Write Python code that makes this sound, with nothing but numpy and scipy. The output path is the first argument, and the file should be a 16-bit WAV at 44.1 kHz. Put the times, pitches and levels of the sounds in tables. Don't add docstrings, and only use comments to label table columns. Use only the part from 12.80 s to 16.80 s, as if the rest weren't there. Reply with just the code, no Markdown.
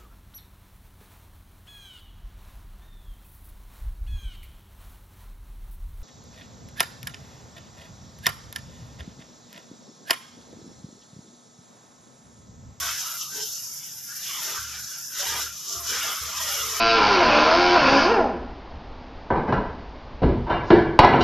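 import sys
import numpy as np
from scipy import signal
from scipy.fft import rfft, irfft
from scipy.io import wavfile
from scipy.ndimage import uniform_filter1d

SR = 44100
rng = np.random.default_rng(int(sys.argv[2]) if len(sys.argv) > 2 else 0)


def materialize(psi):
    bounded = np.clip(np.atleast_2d(psi).T, -1, 1)
    quanta = np.round(bounded * 32767).astype(np.int16)
    wavfile.write(sys.argv[1], SR, quanta)


N = 176400

# frequency_hz, t60_s
YARD_DECAY = [(100, 0.18), (1000, 0.22), (3000, 0.39), (7000, 0.071), (13000, 0.52)]
# frequency_hz, gain_db
SIDE_SPECTRUM = [(3600, -77), (4300, -24.5), (5200, -5), (6200, -4), (8000, -2), (11500, -2), (12600, -7),
                 (13000, -17)]
# time_s, level_db
SPRAY_ENVELOPE = [(0.0, -32.5), (0.05, -30.5), (0.1, -33), (0.24, -32), (0.33, -38), (0.42, -33.5),
                  (0.5, -39), (0.59, -32), (0.95, -38), (1.22, -42), (1.33, -38), (1.7, -32.5), (1.92, -39),
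                  (2.08, -36.5), (2.32, -38.5), (2.41, -28.5), (2.45, -32.5), (2.49, -30), (2.56, -34),
                  (2.62, -31.5), (2.74, -41), (2.94, -31), (3.02, -38.5), (3.09, -28.5), (3.14, -31),
                  (3.27, -32.5), (3.44, -36.5), (3.54, -34), (3.59, -31.5), (3.8, -30.5), (3.91, -31.5),
                  (4.0, -31.5)]
# frequency_hz, gain_db
SPRAY_SPECTRUM = [(1500, -28), (2900, -14.5), (3800, -9.5), (4600, -9), (5200, -0.5), (5600, 0), (6600, -1),
                  (7350, -6), (7750, -14), (9000, -23), (13000, -16.5)]
# time_s, cutoff_hz
SPRAY_CUTOFF = [(0.62, 2900), (0.8, 4500), (1.0, 4640), (1.2, 5020), (1.36, 4340), (1.48, 2950),
                (1.9, 3400), (2.14, 4100), (2.31, 5000), (2.37, 3000)]
# time_s, level_db
MIST_ENVELOPE = [(0.0, -32.5), (0.17, -37.5), (0.36, -34.5), (0.49, -42), (0.56, -37), (1.14, -41.5),
                 (1.69, -34.5), (1.91, -44.5), (2.02, -41.5), (2.28, -41), (2.43, -34.5), (2.6, -34),
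                 (2.74, -45.5), (2.92, -40), (3.1, -36), (3.2, -36.5), (3.29, -33), (3.52, -40.5),
                 (3.68, -31.5), (4.0, -35.5)]
# frequency_hz, gain_db
MIST_SPECTRUM = [(3000, -45), (6500, -29), (7800, -10.5), (9000, -8.5), (10200, -5), (11800, -0.5),
                 (12500, 5), (13000, -4)]
# time_s, level_db
SPLATTER_ENVELOPE = [(0.0, -33.5), (0.07, -34), (0.16, -38), (0.39, -44.5), (0.43, -37.5), (0.5, -52.5),
                     (0.61, -41), (0.88, -57), (1.08, -49), (1.15, -56), (1.38, -48.5), (1.49, -35.5),
                     (1.61, -38), (1.69, -37), (1.88, -43.5), (1.96, -40.5), (2.04, -50), (2.15, -47.5),
                     (2.28, -56), (2.39, -34.5), (2.52, -31.5), (2.61, -34.5), (2.74, -49.5), (2.92, -44.5),
                     (3.03, -44.5), (3.1, -33), (3.25, -30.5), (3.42, -39.5), (3.55, -36.5), (3.69, -32),
                     (3.85, -33.5), (3.9, -36.5), (4.0, -33.5)]
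# frequency_hz, gain_db
SPLATTER_SPECTRUM = [(900, -13), (1500, -3), (1900, -1.5), (2150, -3.5), (2400, -2.5), (2600, -2.5),
                     (2900, 1), (3400, 1), (3750, -1.5), (4250, -9.5), (4900, 2), (12000, -18)]
# time_s, relative_level_db, resonance_hz
GARGLE_CURVES = [(0.0, -37.5, 1380), (0.09, -34.5, 1410), (0.2, -46.5, 1460), (0.29, -39.5, 1330),
                 (0.48, -48, 1350), (0.58, -57, 1650), (0.75, -59, 1430), (1.25, -63, 1490),
                 (1.31, -42.5, 1570), (1.44, -58, 1540), (1.51, -43.5, 1110), (1.68, -46.5, 1360),
                 (1.78, -35, 1385), (1.93, -48.5, 1440), (1.97, -41.5, 1530), (2.05, -50.5, 1480),
                 (2.16, -46.5, 1420), (2.28, -54.5, 1680), (2.37, -41.5, 1380), (2.56, -39, 1670),
                 (2.6, -39, 1370), (2.67, -39, 1480), (2.78, -57.5, 1200), (2.9, -53, 1220),
                 (2.99, -41, 1360), (3.02, -49.5, 1240), (3.13, -34.5, 1460), (3.39, -38.5, 1324),
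                 (3.44, -40, 1250), (3.49, -40, 1300), (3.58, -41.5, 1200), (3.78, -37, 1410),
                 (3.83, -33, 1310), (3.89, -42, 1270), (4.0, -35, 1300)]
# time_s, relative_level_db, resonance_hz
DRUMMING_CURVES = [(0.0, -45.5, 1010), (0.06, -38, 1030), (0.15, -56, 1080), (0.33, -50, 860),
                   (0.44, -68, 1110), (0.52, -62, 626), (0.59, -49.5, 637), (0.67, -63, 686),
                   (1.25, -66, 785), (1.43, -64.5, 1000), (1.67, -43.5, 890), (1.79, -47, 930),
                   (1.83, -65, 1020), (2.32, -65.5, 1040), (2.46, -41, 1010), (2.6, -39, 830),
                   (2.68, -65, 1040), (2.88, -63.5, 1020), (3.2, -39.5, 1090), (3.3, -39, 900),
                   (3.44, -54.5, 927), (3.52, -46.5, 900), (3.65, -38.5, 970), (3.78, -45.5, 700),
                   (3.84, -51, 1050), (3.88, -44.5, 960), (4.0, -43.5, 893)]
# frequency_hz, gain_db
DRUMMING_SPECTRUM = [(120, -28), (300, -29), (450, -12.5), (600, 3.5), (750, 4), (950, 6), (1200, 8.5),
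                     (1800, -3.5), (3000, -34)]
# start_s, length_s, level_db
HUM_SWELLS = [(0, 0.16, -49), (1.785, .3, -50), (2.477, 0.28, -48), (2.964, 0.32, -48.5),
              (3.405, 0.094, -46), (3.547, 0.25, -49), (3.798, 0.23, -49.5)]
# frequency_hz, gain_db
HUM_SPECTRUM = [(20, -22), (45, -15), (65, 5), (90, 5), (115, 15), (170, -13), (300, -47), (900, -70)]
# frequency_hz, gain_db
BACKGROUND_SPECTRUM = [(20, -31), (50, -18), (90, -2.5), (140, 4.5), (200, -1), (300, -10), (700, -14),
                       (1400, -42), (4000, -14), (14000, -38)]
# start_s, length_s, centre_hz, gain_db
HOLLOW_BANDS = [(0.378, 0.14, 2070, -14.5), (0.61, 0.17, 2160, -11), (1.11, 0.13, 4300, 5),
                (1.79, 0.12, 2150, -6), (2.18, 0.21, 2450, -3), (2.695, 0.43, 2200, -6.5),
                (3.181, 0.07, 600, -7), (3.33, 0.092, 680, -7)]
# start_s, length_s, pitch_hz, width_hz, level_db
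GLUG_RESONANCES = [(0.475, 0.2, 1550, 35, -46.5), (0.506, 0.1, 300, 201, -54),
                   (0.531, 0.15, 428, 26.2, -45.5), (0.554, 0.14, 3110, 70, -44.5),
                   (0.758, 0.077, 2860, 35, -51), (1.637, 0.16, 417, 150, -51),
                   (2.389, 0.074, 575, 70, -42), (2.39, 0.31, 428, 167, -50.5),
                   (2.864, .2, 1171, 34.8, -47), (2.88, 0.23, 686, 39.4, -50), (2.845, 0.21, 387, 120, -52),
                   (3.081, .1, 440, 152, -45), (3.235, 0.11, 483, 160, -49),
                   (3.384, 0.14, 467, 97.2, -55.5), (3.614, 0.26, 565, 50, -47),
                   (3.64, 0.52, 442, 100, -48), (3.958, 0.063, 1220, 50, -37)]


def amp(db):
    return 10 ** (np.asarray(db) / 20)


def unit(x):
    return x / np.sqrt(np.mean(x ** 2) + 1e-20)


def along(table):
    time_s, *columns = np.transpose(table)
    return [np.interp(np.arange(N) / SR, time_s, column) for column in columns]


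def across(table, hz):
    points_hz, values = np.transpose(table)
    return np.interp(np.log(hz + 1), np.log(points_hz + 1), values)


def tint(x, spectrum):
    gain = amp(across(spectrum, np.fft.rfftfreq(2 * N, 1 / SR)))
    return irfft(rfft(x, 2 * N) * gain)[:N]


def wander(rate_hz):
    low_pass = np.exp(-(np.fft.rfftfreq(N, 1 / SR) / rate_hz) ** 2)
    return unit(irfft(rfft(rng.standard_normal(N)) * low_pass, N))


def steady(x, samples=5000):
    power = uniform_filter1d(uniform_filter1d(x ** 2, samples), samples)
    return x / np.sqrt(abs(power) + 1e-20)


def resonate(x, hz, width_hz):
    carrier = np.exp(2j * np.pi * np.cumsum(hz * np.ones(N)) / SR)
    pole = np.exp(-np.pi * width_hz / SR)
    baseband = signal.lfilter([(1 - pole) ** 2], [1, -2 * pole, pole * pole], x / carrier + 1e-18)
    return (carrier * baseband).real


def drops(per_s, spread_db):
    hits = rng.random(N) < per_s / SR
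    return hits * rng.choice([-1., 1.], N) * amp(spread_db * np.minimum(rng.exponential(1, N), 4))


def yard(x, wet_db, patterns=7):
    shape = (patterns, SR // 2)
    echoes = rng.standard_normal(shape) * (rng.random(shape) < 2500 / SR)
    echoes *= np.arange(SR // 2) > .004 * SR
    hz, t, spectra = signal.stft(echoes, SR, nperseg=256)
    decay = amp(-60 * t / across(YARD_DECAY, hz)[:, None])
    tails = signal.istft(spectra * decay, SR, nperseg=256)[1]
    place = np.arange(N) // (SR // 12) % patterns
    wet = sum(signal.oaconvolve(x * (place == k), tail / np.linalg.norm(tail))[:N]
              for k, tail in enumerate(tails))
    return unit(x + amp(wet_db) * wet)


def droplet_cloud(envelope, spectrum, per_s, clump_db):
    clumps = amp(clump_db * wander(rate_hz=27))
    mid, side = [steady(tint(yard(drops(per_s, spread_db=2.5) * clumps, wet_db=-5), spectrum))
                 for _ in range(2)]
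    side = tint(side, SIDE_SPECTRUM)
    return amp(along(envelope)[0]) * np.array([mid + side, mid - side])


def spray():
    hiss = droplet_cloud(SPRAY_ENVELOPE, SPRAY_SPECTRUM, per_s=14000, clump_db=1.5)
    hz, t, spectra = signal.stft(hiss, SR, nperseg=512)
    cutoff_hz = np.interp(t, *np.transpose(SPRAY_CUTOFF))
    shelf_db = -14 * np.clip((cutoff_hz - hz[:, None]) / 280, 0, 1)
    return signal.istft(spectra * amp(shelf_db), SR, nperseg=512)[1][:, :N]


def mist():
    return droplet_cloud(MIST_ENVELOPE, MIST_SPECTRUM, per_s=12000, clump_db=2.5)


def bubbles(low_hz, high_hz, per_s, cycles, glide, spread_db, sizes=40):
    out = np.zeros(N)
    for hz in np.geomspace(low_hz, high_hz, sizes) * rng.uniform(0.97, 1.02, sizes):
        age = np.arange(0, 5, hz / SR / cycles)
        ring = np.exp(-age) * np.sin(2 * np.pi * cycles * age * (1 + glide * age))
        out += hz * signal.oaconvolve(drops(per_s / sizes, spread_db), ring)[:N]
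    return unit(out)


def folds(x, depth_db, width_hz, cap, last_s=0.11):
    hz, t, spectra = signal.stft(x, SR, nperseg=1024, noverlap=768)
    lag_s = np.fft.fftfreq(len(hz), hz[1])[:, None]
    rate_hz = np.fft.fftfreq(len(t), t[1])
    smoothing = np.exp(-(lag_s * width_hz) ** 2 - (rate_hz * last_s) ** 2)
    ripple = np.fft.ifft2(np.fft.fft2(rng.standard_normal(spectra.shape)) * smoothing).real
    gain = amp(depth_db * np.minimum(unit(ripple), cap))
    return signal.istft(spectra * gain, SR, nperseg=1024, noverlap=768)[1][:N]


def splatter():
    slaps = unit(drops(per_s=4500, spread_db=4))
    fizz = bubbles(1711, 4538, per_s=1000, cycles=18.3, glide=0.007, spread_db=4)
    splash = yard(slaps + amp(-8) * fizz, wet_db=2.5)
    splash = folds(splash, depth_db=4, width_hz=170, cap=1.1)
    return amp(along(SPLATTER_ENVELOPE)[0]) * steady(tint(splash, SPLATTER_SPECTRUM))


def gargle():
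    level_db, hz = along(GARGLE_CURVES)
    churn = bubbles(1005.6, 1822, per_s=990, cycles=14.6, glide=0.012, spread_db=2.5)
    churn = folds(yard(churn, wet_db=-2), depth_db=4.5, width_hz=70, cap=1.3)
    note = resonate(churn, hz + 40 * wander(rate_hz=20), width_hz=280)
    return amp(level_db - 1.3) * steady(note, samples=1800)


def drumming():
    level_db, hz = along(DRUMMING_CURVES)
    beats = bubbles(228.4, 1585, per_s=1500, cycles=5.8, glide=0.014, spread_db=3)
    beats = tint(yard(beats, wet_db=5), DRUMMING_SPECTRUM)
    body = steady(folds(beats, depth_db=12, width_hz=96, cap=1.3))
    note = steady(resonate(drops(per_s=1500, spread_db=4), hz, width_hz=260), samples=2500)
    return amp(level_db) * (amp(0.5) * body + amp(-7.5) * note)


def hum(pitch_hz=72, upper_hz=110, rise_s=0.0056, fall_s=0.04, sag_db_per_s=-35):
    t, out = np.arange(N) / SR, np.zeros(N)
    rumble = amp(-7) * steady(tint(rng.standard_normal(N), HUM_SPECTRUM))
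    upper_note = amp(-10) * steady(resonate(rng.standard_normal(N), upper_hz, width_hz=7))
    for start_s, length_s, level_db in HUM_SWELLS:
        age = np.maximum(t - start_s, 0)
        gate = np.minimum(age / rise_s, 1) * np.clip((length_s - age) / fall_s + .5, 0, 1)
        tone = np.sqrt(2) * np.sin(2 * np.pi * pitch_hz * age)
        out += amp(level_db + sag_db_per_s * age) * gate * (tone + upper_note + rumble)
    return out


def background(level_db=-58.5):
    return amp(level_db) * unit(tint(rng.standard_normal(N), BACKGROUND_SPECTRUM))


def hollowing(x):
    hz, t, spectra = signal.stft(x, SR, nperseg=512)
    for start_s, length_s, centre_hz, gain_db in HOLLOW_BANDS:
        progress = np.clip((t - start_s) / length_s, 0, 1)
        swell = np.sqrt(abs(np.sin(np.pi * progress)))
        half_width_hz = 580 * np.sqrt(centre_hz / 2200)
        band = np.exp(-((hz[:, None] - centre_hz) / half_width_hz) ** 4)
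        spectra *= amp(gain_db * swell * band)
    return signal.istft(spectra, SR, nperseg=512)[1][:N]


def glugs():
    t, out = np.arange(N) / SR, np.zeros(N)
    for start_s, length_s, pitch_hz, width_hz, level_db in GLUG_RESONANCES:
        swell = np.sin(np.pi * np.clip((t - start_s) / length_s, 0, 1))
        ring = steady(resonate(rng.standard_normal(N), pitch_hz, width_hz), samples=2000)
        out += amp(level_db) * swell * ring
    return out


def scene():
    hiss = spray() + mist()
    splash = hollowing(splatter() + gargle() + drumming())
    return hiss + splash + glugs() + hum() + background()


def record(dry, cutoff_hz=13170):
    low_pass = signal.firwin(1023, cutoff_hz, window=("kaiser", 9), fs=SR)
    return signal.oaconvolve(dry, low_pass[None], "same", axes=1)


dry = scene()
out = record(dry)
materialize(out)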